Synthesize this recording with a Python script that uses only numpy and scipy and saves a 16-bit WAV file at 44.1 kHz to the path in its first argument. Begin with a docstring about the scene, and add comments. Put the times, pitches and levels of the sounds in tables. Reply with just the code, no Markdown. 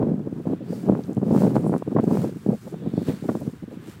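"""Dull rumble, sputter and single thumps: gusty wind buffets a small microphone in an open field.
Each is the pressure of eddies hitting the microphone, thinned by its bass cut.
Nearby a fabric wing is flown: its cloth swishes in swells and ticks, and its lines whistle faintly.
A soft draught and the steady air over the field lie underneath."""
import sys
import numpy as np
from scipy import signal
from scipy.fft import rfft, irfft
from scipy.io import wavfile

SR = 44100
rng = np.random.default_rng(int(sys.argv[2]) if len(sys.argv) > 2 else 0)


def unload_audio(sound):
    """Save the sound as a 16-bit wav file, at the path given as the first command line argument."""
    columns = np.transpose(np.atleast_2d(sound))
    # keep every value between -1 and 1, then stretch to whole-number steps
    steps = np.round(np.clip(columns, -1, 1) * 32767)
    wavfile.write(sys.argv[1], SR, steps.astype(np.int16))


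N = 176400
T, HZ = np.arange(N) / SR, np.fft.rfftfreq(N, 1 / SR) + 1e-3


def amp(db):
    """Decibels to gain."""
    return 10 ** (np.asarray(db) / 20)


def unit(x):
    """Scales to rms 1."""
    return x / np.sqrt(np.mean(x ** 2) + 1e-20)


def add(mix, start_s, sound):
    """Mixes a sound in at a time."""
    part = mix[max(round(start_s * SR), 0):][:len(sound)]
    part += sound[:len(part)]


def colour(x, curve):
    """Shapes a signal with an EQ curve of (frequency [Hz], gain [dB]), then scales it to rms 1."""
    hz, db = np.transpose(curve)
    gain = amp(np.interp(np.log(HZ), np.log(hz), db))
    return unit(irfft(rfft(x) * gain, N))


def noise(curve):
    """White noise through an EQ curve."""
    return colour(rng.standard_normal(N), curve)


def band(hz, octaves, size=N):
    """Noise in one bell-shaped band."""
    bins = np.fft.rfftfreq(size, 1 / SR) + 0.0012
    bell = np.exp(-.5 * (np.log2(bins / hz) / octaves) ** 2)
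    return unit(irfft(rfft(rng.standard_normal(size)) * bell, size))


def flicker(depth_db, rate_hz):
    """A gain that drifts at random, up to about the given rate."""
    drift = irfft(rfft(rng.standard_normal(N)) / (1 + (HZ / rate_hz) ** 4), N)
    return amp(depth_db * unit(drift))


def steady(x, smooth_s=0.0066):
    """Evens out chance swells, so that the gusts set the level."""
    window = np.exp(-.5 * (np.arange(-4000, 4001) / SR / smooth_s) ** 2)
    power = signal.fftconvolve(x ** 2, window / window.sum(), "same")
    return x / np.sqrt(abs(power) + 1e-12)


def bass_cut(x, ring_hz=196, q=1.234, port_hz=79):
    """The microphone's bass cut: every push swings back and rings briefly."""
    w = 2 * np.pi * ring_hz / SR
    ringing = signal.lfilter(*signal.bilinear([1, 0, 0], [1, w / q, w * w]), x)
    return signal.lfilter(*signal.butter(1, port_hz, "high", fs=SR), ringing)


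def buffeting(eddies_per_s=600, spread_db=5, full_gust_db=-20.5):
    """Large eddies rumble on the microphone and small ones sputter, in the same lumps."""
    # wind strength at the microphone, in two consecutive lists (time [s], relative level [dB])
    gusts = [
        [(0.0, -18.5), (0.02, -14.5), (0.1, -22), (0.25, -31.5), (0.28, -24), (0.31, -34), (0.32, -37),
         (0.40, -26), (0.425, -40.5), (0.47, -24.5), (0.535, -18), (0.555, -37), (0.63, -36), (0.65, -34.5),
         (0.7, -28), (0.78, -30.5), (0.85, -27), (0.9, -14.5), (0.97, -25.5), (1.01, -25.5), (1.06, -37),
         (1.09, -22.5), (1.155, -33.5), (1.175, -19.5), (1.205, -32.5), (1.225, -12.5), (1.245, -30.5),
         (1.27, -21.5), (1.345, -13), (1.38, -19), (1.45, -14.5), (1.5, -20.5), (1.57, -16), (1.59, -21),
         (1.71, -20.5), (1.77, -23), (1.79, -37.5), (1.82, -27), (1.84, -47.5), (1.88, -20.5), (1.893, -37),
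         (1.925, -20.5), (1.942, -33), (1.96, -17), (2.0, -17.5)],
        [(2.012, -29), (2.04, -17), (2.053, -28), (2.075, -17), (2.1, -19), (2.13, -16.5), (2.154, -18.5),
         (2.248, -21.5), (2.342, -39), (2.374, -32.5), (2.398, -50), (2.436, -36), (2.452, -34), (2.486, -21),
         (2.552, -22.5), (2.592, -65), (2.68, -27), (2.696, -45), (2.73, -30), (2.79, -37.5), (2.868, -21),
         (2.902, -36.5), (2.985, -23.5), (3.034, -27), (3.046, -37.5), (3.09, -18), (3.156, -32), (3.184, -44),
         (3.222, -36.5), (3.262, -24.5), (3.275, -39.5), (3.296, -17), (3.334, -30.5), (3.362, -23.5),
         (3.39, -37), (3.49, -28), (3.522, -53), (3.538, -32), (3.594, -59.5), (3.638, -27), (3.666, -54),
         (3.684, -42.5), (3.9, -37.5), (3.91, -52), (4.0, -44)],
    ]
    # pressure spectrum of the large eddies (frequency [Hz], relative level [dB])
    rumble_eq = [(25, 7), (45, 0), (75, -18), (120, 4.5), (180, 4), (280, -6), (420, -10), (600, -26.5),
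                 (900, -32.5), (1600, -45.5), (4000, -104)]
    # pressure spectrum of the small eddies (frequency [Hz], relative level [dB])
    sputter_eq = [(100, 18), (300, -10.5), (520, 2), (750, -9), (1100, -22.5), (1500, -34), (2400, -40.5),
                  (4000, -51.5), (12000, -74)]
    gust_db = np.interp(T, *np.vstack(gusts).T)
    lumps = flicker(depth_db=3, rate_hz=80)
    rumble = steady(bass_cut(noise(rumble_eq))) * amp(gust_db - 3)
    hits = (rng.random(N) < eddies_per_s / SR) * rng.choice([-1, 1], N)
    eddies = hits * amp(spread_db * rng.standard_normal(N))
    # the sputter gains on the rumble as the wind rises
    sputter_db = gust_db - 14 + 0.53 * (gust_db - full_gust_db)
    sputter = steady(bass_cut(colour(eddies, sputter_eq))) * amp(sputter_db)
    return lumps * (rumble + sputter)


def thumps(rise=1.806, lead_s=.01):
    """Each strong eddy is one pressure push: a quick rise and a slower fall."""
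    # strong single eddies (time [s], relative peak [dB], fall time [ms])
    strong_eddies = [(0.0227, -10, 0.62), (0.0693, -10.5, 0.9), (0.1179, -6, 0.93), (0.1414, -11.5, 0.82),
                     (0.273, -8, 1), (0.327, -12.5, 0.82), (0.4707, -8, 0.73), (0.5344, -13.5, 0.59),
                     (0.7048, -11.5, 0.99), (0.8765, -15, 0.62), (.891, -15.5, 0.39), (0.8973, 1.5, 0.54),
                     (0.9234, -8.5, 0.51), (0.933, -8, .8), (0.952, -13.5, 0.27), (1.1693, -9, 0.79),
                     (1.179, -11, 0.64), (1.217, -22, 0.35), (1.2309, -4.5, 0.78), (1.266, -11.5, .65),
                     (1.3366, -7, 0.62), (1.3491, -8, 0.4), (1.3625, -6, 0.42), (1.377, -12, 0.32),
                     (1.4205, -12, 0.33), (1.452, -7.5, 0.52), (1.468, -13, 0.37), (1.507, -12.5, 0.51),
                     (1.5562, -9.5, 0.32), (1.5656, 0.5, 0.42), (1.567, -17, 0.15), (1.581, -15.5, 0.32),
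                     (1.643, -15, 0.44), (1.6663, -6, 0.5), (1.6957, -6.5, 0.55), (1.7234, -10.5, 0.64),
                     (1.73, -10.5, .36), (1.7399, -9, 0.28), (1.7503, -6.5, 0.5), (1.763, -12.5, 0.34),
                     (1.8245, -18.5, 0.34), (1.8779, -17, 0.53), (1.964, -3.5, 0.55), (1.976, -19, 0.29),
                     (1.997, -4.5, 0.64), (1.9999, -16, 0.23), (2.041, -5, 0.7), (2.0768, -4.5, 0.76),
                     (2.1131, -12, 0.41), (2.1246, -5.5, 0.9), (2.133, -17, 0.31), (2.172, -10, 0.31),
                     (2.219, -22, .22), (2.245, -5.5, 0.56), (2.464, -5.5, 0.72), (2.4893, -3.5, 1),
                     (2.494, -9, 1), (2.7431, -20.5, 0.45), (2.862, -14, 0.74), (2.873, -10.5, 1),
                     (2.9381, -7.5, 0.95), (2.978, -4, 0.7), (2.9885, -9.5, 0.92), (3.0178, -11.5, 0.73),
                     (3.0854, -2.5, 0.98), (3.0963, -11.5, 1), (3.117, -17, 0.99), (3.225, -14, 1),
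                     (3.291, -5.5, 0.46), (3.2983, -20.5, 0.18), (3.353, -11, 0.39), (3.4175, -14.5, 0.69),
                     (3.477, -13, 0.87), (3.486, -23, 0.73)]
    out = np.zeros(N)
    ms = (T[:2000] - lead_s) * 1000
    for s, db, fall_ms in strong_eddies:
        age = ms / fall_ms
        push = np.exp(-np.logaddexp(-rise * age, age))
        thump = bass_cut(push)
        add(out, s - lead_s, amp(db - 4) * thump / abs(thump).max())
    return out


def flurries(taper=3.5):
    """Tight clusters of eddies rasp over the microphone and are gone."""
    # clusters of small eddies (middle [s], length [s], relative level [dB], band centre [Hz])
    clusters = [(0.021, 0.024, -30.5, 540), (0.457, 0.0065, -29, 410), (0.476, 0.011, -35.5, 600),
                (.52, 0.024, -44, 260), (0.614, 0.017, -29, 284), (0.732, 0.0096, -25.5, 396),
                (.89, 0.02, -22, 440), (0.992, 0.0056, -22.5, 438), (1.1, 0.025, -33, 280),
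                (1.177, 0.0051, -31, 426), (1.226, .012, -38, 485), (1.314, 0.014, -29.5, 490),
                (1.345, 0.028, -24.5, 404), (1.421, 0.0051, -22, 596), (1.568, 0.018, -30, 633),
                (1.666, 0.0065, -29.5, 470), (1.738, 0.033, -32, 704), (1.824, 0.0047, -28, 574),
                (1.954, 0.0073, -14, 242), (1.968, 0.0065, -24.5, 820), (1.99, 0.011, -21.5, 730),
                (2.038, 0.0099, -28, 390), (2.08, 0.018, -33, 440), (2.11, 0.012, -27, 584),
                (2.294, 0.0072, -27, 275), (2.324, 0.013, -33, 215), (2.366, 0.012, -24.5, 180),
                (2.505, 0.014, -27, 400), (2.533, 0.013, -22, 344), (2.676, 0.017, -37.5, 480),
                (2.744, 0.011, -36.5, 430), (2.826, 0.011, -30.5, 265), (3.244, 0.0095, -31.5, 387),
                (3.294, 0.013, -28, 780), (3.316, 0.0061, -26.5, 333), (3.419, 0.02, -35, 423),
                (3.632, 0.017, -38.5, 270), (3.682, 0.012, -34.5, 272), (3.731, 0.033, -35, 320),
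                (3.774, 0.013, -30.5, 230), (3.825, 0.016, -42, 235), (3.885, 0.021, -33, 214)]
    out = np.zeros(N)
    t = T[:2048] - T[800]  # time from the middle of a flurry
    for s, length, db, hz in clusters:
        envelope = np.exp(-abs(2 * t / length) ** taper)
        rasp = unit(band(hz, octaves=.58, size=len(t)) * envelope)
        duty = length * SR / len(t)  # the level holds over the flurry's own length
        add(out, s + t[0], amp(db - 2.5) * np.sqrt(duty) * rasp)
    return out


def cloth():
    """Air sweeps over the wing: a crinkly fizz above a lower rustle."""
    # swells of the cloth (time [s], relative level [dB], extra gain on the rustle [dB])
    swells = [(0.02, -68.5, 4.5), (0.2, -71, 3), (0.52, -65.5, 3.5), (0.62, -73.5, 12), (0.67, -66, 4.5),
              (0.73, -56, -4), (0.82, -58.5, -2), (0.93, -65, 4), (1.011, -62, 1), (1.22, -66.5, 0.5),
              (1.4, -47.5, -4.5), (1.54, -59.5, 0), (1.56, -51.5, 0.5), (1.58, -60, -1), (1.79, -61, -0.5),
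              (1.84, -69, 7.5), (1.94, -64.5, 1.5), (1.98, -69, 10), (2.04, -57.5, -1), (2.07, -60, -3),
              (2.13, -51.5, -3), (2.23, -52, -3), (2.35, -62.5, 1), (2.7, -58.5, -4.5), (2.74, -65.5, 3.5),
              (2.87, -67.5, 7), (3.049, -56.5, -1.5), (3.09, -51, 5), (3.15, -56.5, 0.5), (3.21, -60, 2),
              (3.3, -56, -3.5), (3.43, -58.5, -3.5), (3.68, -70.5, 7.5), (3.73, -64.5, 3.5), (3.79, -69, 8),
              (3.9, -56, 1), (4.0, -67, 4.5)]
    # treble of the cloth (frequency [Hz], relative level [dB])
    fizz_eq = [(1500, 3.5), (3000, -8), (4400, 0.5), (5500, 0.5), (6300, -1), (7300, 1), (8500, 0.5),
               (10500, -3.5), (13000, -4.5), (15500, -4)]
    # midrange of the cloth (frequency [Hz], relative level [dB])
    rustle_eq = [(300, 0), (900, 6.5), (1600, 5), (2300, 3), (3000, 1), (3800, -2), (5000, -9.5),
                 (9000, -18)]
    s, db, extra_db = np.transpose(swells)
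    fizz = noise(fizz_eq) * amp(2 + np.interp(T, s, db))
    rustle = noise(rustle_eq) * amp(2.5 + np.interp(T, s, db + extra_db))
    crinkle = flicker(depth_db=1.2, rate_hz=250)
    return (fizz + rustle) * crinkle


def ticks(decay_s=0.0013):
    """Cloth and lines give tiny bright snaps that die at once."""
    # snaps of cloth and lines (time [s], peak [dB], band centre [Hz])
    snaps = [(1.0373, -43.5, 4300), (1.057, -51, 7500), (1.068, -48, 14000), (1.1315, -42.5, 7700),
             (1.149, -46, 7800), (1.169, -44, 2570), (1.554, -44, 3750), (1.682, -43, 11300),
             (1.781, -38, 8200), (2.04, -42, 7940), (3.404, -39, 10300)]
    out = np.zeros(N)
    decay = np.exp(-T[:2048] / decay_s)
    for s, db, hz in snaps:
        snap = band(hz, octaves=0.36, size=len(decay)) * decay
        add(out, s, amp(db) * snap / abs(snap).max())
    return out


def whistles():
    """Taut lines sing in narrow bands that swell, waver and fade."""
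    # notes of the lines (middle [s], half length [s], pitch [Hz], level [dB], width [octaves])
    notes = [(0.736, .05, 4750, -64, 0.11), (1.647, 0.11, 8900, -63.5, .22), (3.007, 0.24, 3570, -66, .1),
             (3.08, 0.14, 4370, -65, .1)]
    song = np.zeros(N)
    for s, half_s, hz, db, octaves in notes:
        swell = np.exp(-.5 * ((T - s) / half_s) ** 2)
        song += band(hz, octaves) * amp(db) * swell
    return song * flicker(depth_db=3, rate_hz=20)


def draught():
    """A soft draught never leaves the microphone: a low bed under the gusts."""
    # spectrum of the draught (frequency [Hz], relative level [dB])
    draught_eq = [(25, 7.5), (45, 4.5), (80, 3.5), (130, 5.5), (200, -1.5), (400, -36), (1500, -62)]
    return amp(-42.5) * noise(draught_eq)


def field_air():
    """Steady air over the field makes a faint hush."""
    # spectrum of the open air (frequency [Hz], relative level [dB])
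    air_eq = [(30, 21.5), (150, 18), (500, -9), (1000, 14.5), (1600, 15.5), (2600, -5), (4500, -60),
              (9000, -32), (15500, -11)]
    return amp(-62) * noise(air_eq)


def scene():
    """Wind on the microphone up front, the wing and the field behind it, in mono."""
    wind = buffeting() + thumps() + flurries()
    wing = cloth() + ticks() + whistles()
    return (wind + wing + field_air() + draught())[None]


def record(dry, sub_cut_hz=93.4, top_hz=15850):
    """The recorder cuts the sub-bass steeply and shaves off the very top."""
    trimmed = signal.lfilter(*signal.butter(3, sub_cut_hz, "high", fs=SR), dry)
    lowpass = signal.firwin(511, top_hz, window=("kaiser", 9), fs=SR)
    return signal.oaconvolve(trimmed, lowpass[None], "same")


dry = scene()
out = record(dry)
unload_audio(out)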